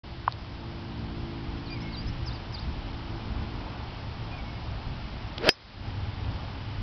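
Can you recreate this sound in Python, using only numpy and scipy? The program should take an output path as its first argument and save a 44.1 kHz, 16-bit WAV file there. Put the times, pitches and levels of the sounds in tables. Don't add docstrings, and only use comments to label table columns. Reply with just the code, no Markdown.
import sys
import numpy as np
from scipy import signal
from scipy.fft import rfft, irfft, next_fast_len
from scipy.io import wavfile
from scipy.ndimage import uniform_filter1d

SR = 44100
rng = np.random.default_rng(int(sys.argv[2]) if len(sys.argv) > 2 else 0)


def master_out(mix):
    frames = np.transpose(np.atleast_2d(mix))
    ceiling = np.clip(frames, -1, 1)
    pcm = np.round(ceiling * 32767).astype(np.int16)
    wavfile.write(sys.argv[1], SR, pcm)


N = 300762
TIME = np.arange(N) / SR
STRIKE_S = 5.4905


def strike(crack_db=1, crack_t60_s=0.048):
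    # pitch_hz, level_db, t60_s
    head_modes = [(355, 13.5, 0.0085), (722, -2.5, 0.033), (1610, 3, 0.017), (1740, 2, 0.036),
                  (1950, 13.5, 0.0092), (2557, 4, 0.019), (3105, 9, 0.02), (3800, -8, 0.02),
                  (4680, 11.5, 0.014)]
    # pitch_hz, level_db, t60_s
    face_modes = [(4909, 7, .054), (5103, 8.5, .082), (5160, -1, .07), (5243, -7, .11)]
    body, ping = ring(head_modes, contact_s=0.00086), ring(face_modes, contact_s=0.0046)
    # frequency_hz, relative_db
    spectrum = [(80, -15), (400, 6), (1150, -16), (2000, -5), (2700, 3.0), (3500, -10), (4600, -1.5),
                (5400, 6), (9000, -40)]
    crack = amp(crack_db) * noise(spectrum) * decay(TIME, crack_t60_s)
    out = np.zeros(N)
    add(out, STRIKE_S, body + crack[:len(body)] + ping)
    return out


def swish(peak_hz=629, eddy_db=-25, rush_db=-23, downswing_s=0.086, follow_through_s=0.044):
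    # frequency_hz, relative_db
    shaft_spectrum = [(60, -22), (200, 2.5), (450, 1.5), (800, -3), (1200, -3.5), (1750, -5), (2600, -7.5),
                      (4000, -10), (5400, -13), (8000, -37)]
    t = TIME - STRIKE_S
    half_speed_s = np.where(t < 0, downswing_s, follow_through_s)
    speed = 1 / (1 + (t / half_speed_s) ** 2)
    eddies = fuzzy_tone(peak_hz * speed, width_hz=100)
    eddies /= np.sqrt(uniform_filter1d(eddies ** 2, size=600) + 1e-9)
    rush = noise(shaft_spectrum) * speed ** 2.3
    return speed ** 2.4 * (amp(eddy_db) * eddies + amp(rush_db) * rush)


def songbird():
    # start_s, length_s, from_hz, to_hz, bow_hz, crest_fraction, level_db
    fall_hold_rise = [(0, .039, 4680, 3560, 130.5, .8, -40.5), (0.043, 0.054, 4690, 4890, -18, .45, -37),
                      (.143, .04, 4800, 5380, 108, .6, -41)]
    dip_and_fall = [(0, .043, 5360, 3800, 331, 0.61, -35), (.043, .037, 3800, 5450, -880, 0.96, -37),
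                    (.081, .042, 5130, 4190, -2, 0.36, -43)]
    song = sing(fall_hold_rise, 1.657, gain_db=-2) + sing(fall_hold_rise, 1.922, gain_db=1.5)
    song += sing(dip_and_fall, 2.258, gain_db=-1, pitch_ratio=1.002)
    song += sing(dip_and_fall, 2.523, gain_db=-2, pitch_ratio=0.998)
    voice = glide(song, gain_db=-4.5, waver=0.0045, flutter_db=2)
    return tree_scatter(voice, wet_db=-14.5, t60_s=0.27)


def far_bird():
    # start_s, length_s, from_hz, to_hz, bow_hz, crest_fraction, level_db
    whistle = [(0, 0.066, 2436, 2410, 1, 0.46, -41), (.06, .038, 2380, 2150, 0.5, .45, -42.5),
               (.125, .15, 2212, 2157, -8.5, 0.29, -46.5)]
    song = sing(whistle, 1.688, gain_db=-1, pitch_ratio=0.994)
    song += sing(whistle, 4.312, gain_db=-3, pitch_ratio=1.008)
    voice = glide(song, gain_db=-2, waver=0.0062, flutter_db=2.9)
    return tree_scatter(voice, wet_db=-8, t60_s=0.37)


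def handling(knock_gain_db=-2, cutoff_hz=760):
    # pitch_hz, level_db, t60_s
    case_modes = [(984, 5, 0.0085), (1400, 4.5, 0.0012), (2920, -18, 0.0044)]
    # start_s, relative_db
    knocks = [(0.2784, -2), (0.2811, -13.5)]
    # start_s, level_db, pitch_hz, t60_s
    ticks = [(.3149, -28, 3800, .002), (.3239, -19.5, 4250, 0.0026), (5.3800, -20, 3940, 0.0027),
             (5.3803, -29, 1090, .005), (5.382, -16.5, 3200, 0.0032), (5.383, -22.5, 5200, .003),
             (6.247, -30, 3000, 0.0036)]
    highpass = signal.butter(4, cutoff_hz, "high", fs=SR, output="sos")
    knock = signal.sosfilt(highpass, ring(case_modes, contact_s=0.0009))
    out = np.zeros(N)
    for start_s, db in knocks:
        add(out, start_s, amp(db + knock_gain_db) * knock)
    for start_s, db, hz, t60_s in ticks:
        add(out, start_s, ring([(hz, db, t60_s)], contact_s=0.0001))
    return out


def wind(rumble_db=-38.5, rustle_db=-49.5, build_s=1.94):
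    # frequency_hz, relative_db
    rumble_spectrum = [(8.8, -38.5), (15, -8), (64, 3.5), (119, -5), (145, -8.5), (173, -11.5), (193, -13),
                       (225, -15), (300, -19), (390, -46.5), (660, -120)]
    rustle_spectrum = [(710, -30), (1200, -5.5), (2440, -5), (3120, -4.5), (3800, -9), (4910, -12),
                       (5400, -7), (7020, -41.5), (11900, -120)]
    # centre_s, half_length_s, boost_db
    puffs = [(1.45, .1, 2.5), (2.07, 0.048, 6), (2.678, 0.051, 7.5), (3.42, 0.031, 3.5), (4.15, 0.25, 1.5),
             (4.92, .06, 6), (6.28, 0.062, 5), (6.785, 0.057, 7)]
    calm = np.maximum(1 - TIME / build_s, 0)
    puff_db = sum(db * np.exp(-((TIME - s) / half_s) ** 2) for s, half_s, db in puffs)
    rumble = amp(rumble_db - 4 * calm + puff_db + wander(14)) * noise(rumble_spectrum)
    rustle = amp(rustle_db - 5 * calm) * noise(rustle_spectrum)
    return rumble + rustle


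def mower(firing_hz=56.83, sag_hz_per_s=0.39, waver=0.004, fading_db=2):
    # multiple, relative_db
    orders = [(2, -1.5), (3, -4.5), (4, -2.5), (5, -4), (6, -3.5), (7, -16.5), (8, -14.5)]
    # time_s, level_db
    level_curve = [(0, -51), (.35, -53), (.6, -43.5), (1.4, -39), (1.85, -39.5), (2.45, -49), (3.1, -42.5),
                   (3.55, -41.5), (3.8, -54), (6.8, -50)]
    level_db, = follow(level_curve)
    rate_hz = (firing_hz - sag_hz_per_s * TIME) * (1 + waver * wander(12))
    turns = np.cumsum(rate_hz) / SR
    hum = sum(amp(db + fading_db * wander(7)) * np.cos(2 * np.pi * (k * turns + rng.random()))
              for k, db in orders)
    return amp(level_db) * unit(hum)


def far_machines(gain_db=5, flutter_db=0.7):
    # frequency_hz, relative_db
    spectrum = [(76, -29.5), (130, -5), (140, -11.5), (173, -9.5), (188, -8), (220, -8.5), (249, -10),
                (324, -10.5), (356, -12.5), (483, -16.5), (870, -11.5), (1600, -24), (2080, -46),
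                (3520, -120)]
    # time_s, relative_db
    swells = [(.3, -53.5), (1.0, -51), (2.5, -50.5), (3.7, -48.5), (5.0, -50), (6.0, -50.3), (6.45, -48),
              (6.8, -52)]
    swell_db, = follow(swells)
    return amp(swell_db + gain_db + flutter_db * wander(10)) * noise(spectrum)


def drone():
    # time_s, pitch_hz, level_db
    path = [(0, 113.7, -46.5), (2.0, 116, -41), (3.2, 112.1, -47.5), (4.8, 110.7, -40.5),
            (5.3, 106.8, -45.5), (6.0, 97, -36.5), (6.8, 104.6, -42)]
    hz, db = follow(path)
    return amp(db) * fuzzy_tone(hz, width_hz=22)


def whine(hz=3012, level_db=-69):
    return amp(level_db) * np.sqrt(2) * np.sin(2 * np.pi * hz * TIME)


def sing(motif, at_s, gain_db, pitch_ratio=1):
    return [(at_s + s, length_s, pitch_ratio * from_hz, pitch_ratio * to_hz, bow_hz, crest, db + gain_db)
            for s, length_s, from_hz, to_hz, bow_hz, crest, db in motif]


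def glide(notes, gain_db, waver, flutter_db, ends_db=-9.5):
    out, tremble, flutter = np.zeros(N), waver * wander(300), flutter_db * wander(60)
    for start_s, length_s, from_hz, to_hz, bow_hz, crest, db in notes:
        progress = np.linspace(0, 1, round(length_s * SR))
        t = start_s + length_s * progress
        hz = from_hz + (to_hz - from_hz) * progress + bow_hz * (1 - (2 * progress - 1) ** 2)
        turns = np.cumsum(hz * (1 + np.interp(t, TIME, tremble))) / SR
        tone = np.sqrt(2) * np.sin(2 * np.pi * turns) * signal.windows.tukey(len(t), 0.1)
        swell_db = np.interp(progress, [0, crest, 1], [ends_db, 0, ends_db]) + np.interp(t, TIME, flutter)
        add(out, start_s, amp(db + gain_db + swell_db) * tone)
    return out


def tree_scatter(x, wet_db, t60_s):
    tail = rng.standard_normal(SR // 2) * decay(TIME[:SR // 2], t60_s)
    return x + amp(wet_db) * signal.oaconvolve(x, tail / np.linalg.norm(tail))[:N]


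def ring(modes, contact_s):
    t = TIME[:SR // 4]
    body = sum(amp(db) * decay(t, t60_s) * np.sin(2 * np.pi * hz * t) for hz, db, t60_s in modes)
    return body * np.sin(np.pi / 2 * np.minimum(t / contact_s, 1)) ** 2


def fuzzy_tone(hz, width_hz):
    carrier = np.exp(2j * np.pi * np.cumsum(hz) / SR)
    pole = np.exp(-np.pi * width_hz / SR)
    x = rng.standard_normal(N)
    for _ in range(2):
        x = 2 * (carrier * signal.lfilter([1 - pole], [1, -pole], x / carrier)).real
    return unit(x)


def noise(spectrum):
    size = next_fast_len(N)
    hz, db = np.transpose(spectrum)
    bins_hz = np.fft.rfftfreq(size, 1 / SR)
    gain = amp(np.interp(np.log(bins_hz + 1), np.log(hz), db))
    return unit(irfft(rfft(rng.standard_normal(N), size) * gain, size)[:N])


def wander(rate_hz):
    return unit(np.interp(TIME * rate_hz, np.arange(4096), rng.standard_normal(4096)))


def decay(t, t60_s):
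    return np.exp(-np.log(1000) * t / t60_s)


def amp(db):
    return 10 ** (np.asarray(db) / 20)


def unit(x):
    return x / np.sqrt(np.mean(x ** 2) + 1e-20)


def follow(rows):
    time_s, *columns = np.transpose(rows)
    return [np.interp(TIME, time_s, column) for column in columns]


def add(mix, start_s, sound):
    part = mix[round(start_s * SR):][:len(sound)]
    part += sound[:len(part)]


def scene():
    birds = songbird() + far_bird()
    background = wind() + far_machines() + mower() + drone() + whine()
    return (birds + background + handling() + swish() + strike())[None]


def gain_control(x, threshold_db=-6, recover_db_per_s=68, attack_s=0.0027):
    over_db = np.maximum(20 * np.log10(abs(x) + 1e-9) - threshold_db, 0)
    climb_db = TIME * recover_db_per_s
    held_db = np.maximum.accumulate(over_db + climb_db) - climb_db
    pole = np.exp(-1 / (attack_s * SR))
    return x * amp(-signal.lfilter([1 - pole], [1, -pole], held_db))


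def lowpass(x, cutoff_hz, taps, window="hamming"):
    return signal.oaconvolve(x, signal.firwin(taps, cutoff_hz, window=window, fs=SR), "same")


def record(dry, overload=0.63, hiss_db=-53, ceiling=0.59):
    x = overload * np.tanh(gain_control(dry[0]) / overload)
    hiss = amp(hiss_db) * noise([(50, -4), (1000, -0.5), (3000, -4.5), (5300, -2.5), (6000, -37.5)])
    x = lowpass(x + hiss, cutoff_hz=5650, taps=101)
    samples = 4 * x * (np.arange(N) % 4 == 0)
    x = lowpass(samples, cutoff_hz=5480, taps=111, window=("kaiser", 8))
    x = np.clip(x, -ceiling, ceiling)
    x *= np.clip((TIME - 0.034) / 0.006, 0, 1)
    return lowpass(x, cutoff_hz=16000, taps=511, window=("kaiser", 9))[None]


dry = scene()
out = record(dry)
master_out(out)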